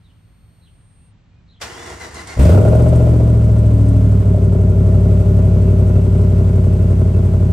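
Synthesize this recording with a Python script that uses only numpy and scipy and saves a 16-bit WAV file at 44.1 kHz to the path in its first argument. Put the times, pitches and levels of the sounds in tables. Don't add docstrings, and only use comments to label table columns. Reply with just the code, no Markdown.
import sys
import numpy as np
from scipy import signal
from scipy.fft import rfft, irfft
from scipy.io import wavfile
from scipy.ndimage import uniform_filter1d, minimum_filter1d, map_coordinates

SR = 44100
rng = np.random.default_rng(int(sys.argv[2]) if len(sys.argv) > 2 else 0)


def wav_out(sig):
    wavfile.write(sys.argv[1], SR, np.round(np.clip(np.atleast_2d(sig).T, -1, 1) * 32767).astype(np.int16))


N = 331632
TIME = np.arange(N) / SR


def undb(db):
    return 10 ** (np.asarray(db) / 20)

def level(x, db=0):
    return x * undb(db) / np.sqrt(np.mean(x ** 2))

def steady(x, size=8000):
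    return x / np.sqrt(np.abs(uniform_filter1d(x ** 2, size)) + 1e-18)

def ramp(start, length):
    return np.clip((TIME - start) / length, 0, 1)

def swell(centre, width):
    return np.exp(-((TIME - centre) / width) ** 2)

def walk(rate):
    k = int(SR / rate)
    return uniform_filter1d(np.repeat(rng.standard_normal(N // k + 1), k)[:N], k)

def colour(x, points, size=16384):
    hz, db = np.transpose(points)
    grid = np.maximum(np.fft.rfftfreq(size, 1 / SR), 1)
    gain = undb(np.interp(np.log(grid), np.log(hz), db))
    cepstrum = irfft(np.log(gain))
    cepstrum[1:size // 2] *= 2
    cepstrum[size // 2 + 1:] = 0
    response = irfft(np.exp(rfft(cepstrum)))
    return np.apply_along_axis(lambda v: signal.fftconvolve(v, response)[:N], -1, x)

def lowpass(x, hz, order=4):
    return signal.sosfilt(signal.butter(order, hz, fs=SR, output="sos"), x)

def ring(x, modes):
    return sum((-1) ** k * undb(db) * signal.lfilter(*signal.iirpeak(hz, hz / width, fs=SR), x)
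               for k, (hz, width, db) in enumerate(modes))

def wide_noise(side_db):
    mid, side = rng.standard_normal((2, N))
    return mid + undb(side_db) * side * np.array([[1], [-1]])

def clicks(times, sizes):
    out = np.zeros(N)
    inside = (times > 0) & (times < TIME[-1])
    np.add.at(out, (times[inside] * SR).astype(int), sizes[inside])
    return out

def puffs(x, decay):
    return signal.lfilter([1], [1, -np.exp(-1 / (decay * SR))], x)

def yard(x, wet_db, t60):
    t = TIME[:SR // 2]
    tail = lowpass(rng.standard_normal((2, len(t))), 3500)
    tail *= np.exp(-np.log(1000) * t / t60) * (t > .004)
    tail /= np.sqrt(np.sum(tail ** 2, axis=1, keepdims=True))
    return x + undb(wet_db) * signal.fftconvolve(x[None], tail, axes=1)[:, :N]


# frequency in Hz, relative level in dB.
SUBURB_SPECTRUM = [(15, -50.5), (25, -17), (43, -3.5), (108, -2), (131, -13), (167, -12), (335, -26.5),
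                   (416, -30.5), (516, -31), (2350, -37.5), (4180, -42.5), (4710, -47), (7800, -52.5),
                   (10100, -83), (17200, -120)]
# frequency in Hz, level in dB.
HUM_TONES = [(54, -70), (65, -85.5), (107.7, -57.5), (161.5, -58.5)]

def suburb():
    air = colour(wide_noise(-4.5), SUBURB_SPECTRUM)
    bass = lowpass(air.mean(axis=0), 250, order=1)
    air = air - lowpass(air, 210, order=1) + bass
    hum = 0
    for hz, db in HUM_TONES:
        gain = undb(db + walk(4.7))
        phase = 2 * np.pi * np.cumsum(hz * (1 + .01 * walk(14))) / SR
        hum += gain * np.sin(phase)
    return level(air, -48.5) + hum


def pump(start_hz=8730, sag_hz_per_s=83, start_db=-75, swell_db_per_s=12, stop_s=1.06):
    hz = start_hz - sag_hz_per_s * TIME
    phase = 2 * np.pi * np.cumsum(hz + 12 * walk(200)) / SR
    side_tones = undb(-8) * (np.sin(phase / 2) + np.sin(1.5 * phase))
    tones = np.sin(phase) + side_tones * (1 - .73 * ramp(.57, .25))
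    return level(tones) * undb(start_db + swell_db_per_s * TIME) * (1 - ramp(stop_s, .07))


# start and length in seconds, first and last pitch in Hz,
# random pitch deviation in Hz, level in dB.
BIRD_NOTES = [(0.033, .055, 3850, 3600, 220, -61), (.08, .05, 3250, 2950, 180, -64),
              (.605, 0.072, 4030, 3950, 190, -60), (0.651, 0.048, 3400, 3000, 260, -59),
              (1.0, 0.076, 2750, 2720, 20, -68), (1.29, .13, 2460, 2470, 20, -75),
              (1.472, 0.084, 3850, 4120, 270, -56.5), (1.523, 0.071, 3470, 3020, 220, -60)]

def birds():
    calls = 0
    for start, length, start_hz, end_hz, buzz_hz, db in BIRD_NOTES:
        progress = ramp(start, length)
        hz = start_hz + (end_hz - start_hz) * progress + buzz_hz * walk(500)
        calls += undb(db) * np.sin(np.pi * progress) * np.sin(2 * np.pi * np.cumsum(hz) / SR)
    return yard(calls, wet_db=-8, t60=.42)


# time in seconds, rate in Hz.
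MESH_RATE = [(1.61, 1100), (1.68, 1600), (1.75, 1850), (1.82, 2020), (1.87, 1940), (1.93, 1880),
             (2.0, 2060), (2.06, 1940), (2.14, 2142), (2.19, 1998), (2.27, 2198), (2.33, 2116),
             (2.42, 2300)]
# multiple of the mesh rate, relative dB while spinning up, and under load.
GEAR_PARTIALS = [(.5, -52, -49), (1, -53, -40), (1.5, -58, -56), (1.77, -50, -62), (2, -62, -47),
                 (2.8, -55, -57), (3, -55, -54)]

def gear_whine(compression, loaded, dip_db=15):
    mesh_hz = np.interp(TIME, *np.transpose(MESH_RATE))
    flutter = 1 + (.032 - .018 * loaded) * walk(500)
    phase = 2 * np.pi * np.cumsum(mesh_hz * flutter) / SR
    whine = sum(undb(spin_db + (load_db - spin_db) * loaded + 2 * walk(110)) * np.sin(k * phase)
                for k, spin_db, load_db in GEAR_PARTIALS)
    envelope = undb(-dip_db * loaded * (1 - compression)) * (1 - ramp(2.35, .095))
    return yard(whine * envelope, wet_db=-7, t60=.09)


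def pinion_slam():
    spectrum = [(60, -20), (200, -2), (500, 11.5), (2500, 8), (5500, 6.5), (9000, -1), (15000, -15)]
    envelope = ramp(1.61, .009) * np.exp(-np.maximum(TIME - 1.622, 0) / .032)
    return level(colour(wide_noise(-3), spectrum), -26.5) * envelope


# start in seconds, level of the gears' clack in dB.
COMPRESSION_STROKES = [(1.86, -53), (1.996, -57), (2.143, -40), (2.272, -38.5)]
# frequency in Hz, relative level in dB.
GRINDING_SPECTRUM = [(88, -27), (150, -22), (240, -8), (290, -22), (339, -14), (470, -3), (561, -22),
                     (618, -1.5), (1020, -5), (1240, -7), (2020, -6), (2600, -16.5), (9000, -17.5),
                     (10500, -30.5), (11600, -26.5), (15500, -48)]
# frequency in Hz, bandwidth in Hz, relative gain in dB.
HOUSING_RESONANCES = [(350, 30, 6), (490, 35, 3), (1030, 40, 1), (1400, 60, -2), (2030, 60, 0),
                      (2830, 60, -6), (4750, 140, -11), (5650, 180, -9), (6900, 240, -12)]

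def starter():
    times, clack_db = np.transpose(COMPRESSION_STROKES)
    compression = sum(ramp(s, .015) * (1 - ramp(s + .055, .05)) for s in times)
    loaded = ramp(1.87, .11)
    spinning_up = (1 - loaded) * (1 - compression)
    whine = gear_whine(compression, loaded)
    friction = wide_noise(-3.5) * undb(1.2 * walk(300))
    grinding = level(colour(friction, GRINDING_SPECTRUM), -40.8 + 5.2 * compression + 3 * spinning_up)
    housing = ring(wide_noise(-7.5), HOUSING_RESONANCES)
    housing = level(housing, -44 + 5.5 * compression + 3 * spinning_up)
    chuff = colour(wide_noise(-39), [(30, -29), (70, 11), (130, -2), (300, -4.5), (1500, -62)])
    chuff = level(chuff, -42.5 + 1.5 * compression)
    clacks = level(colour(friction, [(500, -14), (3000, -1), (8500, 3), (14000, -24)]))
    clacks *= puffs(clicks(times, undb(clack_db)), decay=.0097)
    engaged = (.31 * ramp(1.598, .0084) + .72 * ramp(1.612, .0065)) * (1 - ramp(2.5, .085))
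    return (grinding + housing + whine + chuff) * engaged + pinion_slam() + clacks


# time in seconds, speed in rpm.
CRANK_SPEED = [(2.43, 1005), (2.56, 1460), (2.68, 1681), (2.86, 1807), (3.48, 1656), (3.8, 1596),
               (4.5, 1422), (5.25, 1438), (5.6, 1417), (6.05, 1416), (6.55, 1387), (7.1, 1374)]
IDLE_S = 4.15

def crank():
    rpm = np.interp(TIME, *np.transpose(CRANK_SPEED))
    cycle = np.cumsum(rpm / 120) / SR
    return rpm, cycle - np.interp(2.3458, TIME, cycle)

def stages():
    surge = 1 - ramp(2.474, .12)
    throttle = 1 - ramp(2.566, .83)
    idle = ramp(IDLE_S, .33)
    stumble = idle * (1 - ramp(4.66, .44))
    return surge, throttle, stumble, idle

def loudness(coast_db, surge_db, throttle_db, stumble_db, idle_db, fade_db_per_s):
    surge, throttle, stumble, idle = stages()
    db = coast_db + surge_db * surge + throttle_db * throttle + stumble_db * stumble + idle_db * idle
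    return undb(db - fade_db_per_s * np.maximum(TIME - IDLE_S, 0))

def firing_times(cycle, degrees):
    whole_cycles = np.arange(np.floor(cycle[0]), cycle[-1])
    crossings = (whole_cycles[:, None] + degrees / 720).ravel()
    return np.interp(crossings, cycle, TIME, left=-1, right=99)

def firings(cycle, chance, degrees, cylinder_db, scatter_db, jitter_s=.0001, even_share=0):
    times = firing_times(cycle, degrees)
    pull = even_share * np.interp(times, TIME, 1 - ramp(2.54, .2))
    times = times + pull * (firing_times(cycle, 58 + 90 * np.arange(8)) - times)
    surge, _, stumble, idle = stages()
    uneven = np.interp(times, TIME, .6 + .4 * surge + .3 * stumble + .4 * idle)
    late, strong = chance[:len(times)].T * uneven
    pulse_db = np.resize(cylinder_db, len(times)) * (1 - pull) + scatter_db * strong
    return clicks(times + jitter_s * late, undb(pulse_db))


# crank angle in degrees, relative strength in dB.
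EXHAUST_PULSES = [(46, 5.2), (85, .3), (236, -.2), (328, .2), (421, -4.9), (497, 5.3), (525, -5.9),
                  (696, 0)]
# frequency in Hz, relative gain in dB.
MUFFLER_RESPONSE = [(12, -63.5), (25, -41.5), (45, -21.5), (58, -8.5), (75, -8), (95, -8), (120, -9.5),
                    (145, -22.5), (168, -13.5), (190, -20), (220, -27), (270, -30.5), (320, -43),
                    (400, -34.5), (600, -63)]
# time in seconds, depth in dB.
WEAK_FIRINGS = [(4.235, 11), (4.386, 9), (4.416, 6), (4.547, 9), (4.733, 5), (5.238, 12), (6.069, 5),
                (6.77, 3), (7.13, 4.5), (7.3, 4.5)]

def muffler_boom(cycle, chance):
    pulses = firings(cycle, chance, *np.transpose(EXHAUST_PULSES), scatter_db=.9, even_share=.75)
    boom = -steady(lowpass(colour(pulses, MUFFLER_RESPONSE), 1300))
    boom *= loudness(-10.5, surge_db=5, throttle_db=.7, stumble_db=-.8, idle_db=.8, fade_db_per_s=.77)
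    return boom * undb(-sum(db * swell(s, .01) for s, db in WEAK_FIRINGS))


# crank angle in degrees, relative strength in dB in the flare, and at idle.
PULSE_FRONTS = [(32, -2.5, -1.4), (144, 3.7, -2.9), (186, -.5, -4.7), (251, 4.4, 2.6), (374, -2.5, -1),
                (424, -1.9, 1.1), (524, -1.4, 1.9), (640, 1.7, 4.5)]

def pressure_fronts(cycle, chance, settled):
    degrees, flare_db, idle_db = np.transpose(PULSE_FRONTS)
    flaring = firings(cycle, chance, degrees, flare_db, scatter_db=2)
    idling = firings(cycle, chance, degrees, idle_db, scatter_db=2)
    return (1 - settled) * flaring + settled * idling


# frequency in Hz, bandwidth in Hz, relative gain in dB.
PIPE_RESONANCES = [(250, 39, -6), (366, 20, -7), (418, 30, -8), (490, 56, -12), (607, 42, -2.5),
                   (660, 30, -16)]
# frequency in Hz, bandwidth in Hz, relative gain in dB.
IDLE_RESONANCES = [(417, 14, -8), (377, 16, -6)]

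def pipe_bark(fronts, gas, settled):
    drive = level(fronts) + undb(-7) * gas * rng.standard_normal(N)
    spectrum = [(120, -23), (250, 1.5), (400, 2.5), (660, -2.5), (800, -5.5), (1600, -30), (4000, -61)]
    drive = colour(drive, spectrum)
    bark = steady(ring(drive, PIPE_RESONANCES) + settled * ring(drive, IDLE_RESONANCES))
    bark *= loudness(-29.5, surge_db=-.5, throttle_db=11, stumble_db=-1.2, idle_db=4, fade_db_per_s=1.48)
    shift_s = .00022 * settled * walk(14)
    return map_coordinates(bark, [(TIME + shift_s) * SR], order=1, mode="nearest")


# frequency in Hz, relative level in dB.
RUSH_SPECTRUM = [(600, -21), (800, 5), (1000, 5.5), (1200, -2.5), (1430, 3), (1700, -17.5), (2080, -7.5),
                 (2500, -20.5), (3300, -34)]

def gas_rush(fronts, gas):
    clatter = level(yard(fronts, wet_db=10, t60=.08), -4)
    flow = level(wide_noise(-5.6) * (gas + 2.2))
    gain = loudness(-45, surge_db=6, throttle_db=8.5, stumble_db=-2, idle_db=2, fade_db_per_s=.85)
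    return level(colour(flow + clatter, RUSH_SPECTRUM)) * gain


# frequency in Hz, relative level in dB.
HISS_SPECTRUM = [(1500, 6.5), (2800, 5), (4000, -0.5), (6000, -1.5), (8800, 0), (9500, -0.5), (10200, -23),
                 (12000, 0.5), (15500, -33)]

def gas_hiss(gas):
    return level(colour(wide_noise(-4.5) * (.22 * gas + .8), HISS_SPECTRUM))


# frequency in Hz, relative level in dB.
TICK_SPECTRUM = [(2000, -22), (4500, -5), (7000, -0.5), (8600, 10.5), (9400, 3.5), (12000, -18.5),
                 (15500, -11)]

def tappet_ticks(rpm, cycle):
    loud_one = np.exp(-((cycle - .66) % 1) / .085)
    others = .35 * np.exp(-(8 * cycle % 1) / .7)
    envelope = uniform_filter1d(loud_one + others, size=380)
    bursts = wide_noise(-18) * envelope * undb(2.8 * walk(39))
    return level(colour(bursts, TICK_SPECTRUM), -12.5) * (rpm / rpm[-1]) ** 2


def engine():
    rpm, cycle = crank()
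    chance = rng.standard_normal((1000, 2))
    settled = ramp(3.82, .4)
    boom = muffler_boom(cycle, chance)
    fronts = pressure_fronts(cycle, chance, settled)
    gas = level(puffs(fronts, decay=.009))
    bark = pipe_bark(fronts, gas, settled)
    rush = gas_rush(fronts, gas)
    treble = gas_hiss(gas) + tappet_ticks(rpm, cycle)
    treble *= loudness(-49, surge_db=10.5, throttle_db=6.5, stumble_db=-2.5, idle_db=1, fade_db_per_s=.37)
    exhaust = yard(boom + growl(cycle), wet_db=-28, t60=.5) * undb([[.25], [-.25]])
    exhaust += yard(bark, wet_db=-13, t60=.58) * undb([[.9], [-.9]])
    catch = .24 * ramp(2.364, .012) + .92 * ramp(2.39, .006)
    return (exhaust + rush + treble) * catch


# time in seconds, relative levels of bark and of rasp in dB.
HARD_FIRINGS = [(2.396, -28, -39), (2.413, -27, -23), (2.467, -25, -22), (2.491, -9, -30),
                (2.524, -13, -29), (2.545, -20, -25), (2.576, -7, -26), (2.615, -6, -26), (2.651, -7, -30),
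                (2.679, -13, -31), (2.732, -1, -38), (2.751, -10, -31), (2.792, -20, -41),
                (2.859, -16, -41), (2.926, -12, -42), (3.003, -18, -44), (3.069, -8.5, -44),
                (3.139, -24, -44), (3.208, -13, -46), (3.349, -21.5, -56), (3.418, -31, -47),
                (4.344, -14.5, -44), (4.375, -15, -51)]

def pops():
    times, bark_db, rasp_db = np.transpose(HARD_FIRINGS)
    knock = clicks(times, undb(bark_db))
    knock += undb(-28) * puffs(knock, decay=.007) * rng.standard_normal(N)
    bark = undb(38) * lowpass(ring(knock, [(496, 45, -12.5), (599, 68, 1.5), (730, 190, -18)]), 820)
    spectrum = [(600, -16), (950, -1), (1150, -21), (1400, 7.5), (1750, -20.5), (2200, -15),
                (4000, -29.5)]
    rasp = level(colour(wide_noise(-1.5), spectrum), -1.1)
    rasp *= puffs(clicks(times, undb(rasp_db)), decay=.008)
    return yard(bark, wet_db=-19, t60=.48) + rasp


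# multiple of the cycle rate, relative level in dB.
GROWL_HARMONICS = [(13, -5.5), (19, -11.5), (21, 0.5), (24, -4)]
# frequency in Hz, bandwidth in Hz, relative gain in dB.
GROWL_RESONANCES = [(175.5, 6.4, -2.5), (279.4, 8.5, -1.5), (301, 12, -5.5), (359.5, 7.7, -2)]

def growl(cycle):
    tones = sum(undb(db + 2 * walk(8.5)) * np.sin(2 * np.pi * k * cycle) for k, db in GROWL_HARMONICS)
    envelope = ramp(2.88, .22) * (1 - ramp(IDLE_S - .13, .13))
    return ring(tones, GROWL_RESONANCES) * undb(-23.5) * envelope


# time in seconds, level in dB.
IDLE_SQUEAKS = [(5.62, -59), (5.69, -56), (5.96, -52), (6.02, -56), (6.38, -55), (6.7, -54), (6.81, -56),
                (7.15, -52)]

def squeaks(pitch_hz=2660, width_s=.022):
    envelope = sum(undb(db) * swell(s, width_s) for s, db in IDLE_SQUEAKS)
    phase = 2 * np.pi * np.cumsum(pitch_hz + 30 * walk(300)) / SR
    return yard(envelope * np.sin(phase), wet_db=-5, t60=.22)


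def scene():
    return engine() + pops() + squeaks() + starter() + pump() + birds() + suburb()

def record(dry, ceiling=.92, window=300, top_hz=15400):
    channels = np.array([np.append(0, dry[0, :-1]), dry[1]])
    gain = np.minimum(1, ceiling / (np.abs(channels).max(axis=0) + 1e-9))
    gain = uniform_filter1d(minimum_filter1d(gain, window), window)
    return signal.sosfilt(signal.ellip(8, .2, 70, top_hz, fs=SR, output="sos"), channels * gain)


dry = scene()
out = record(dry)
wav_out(out)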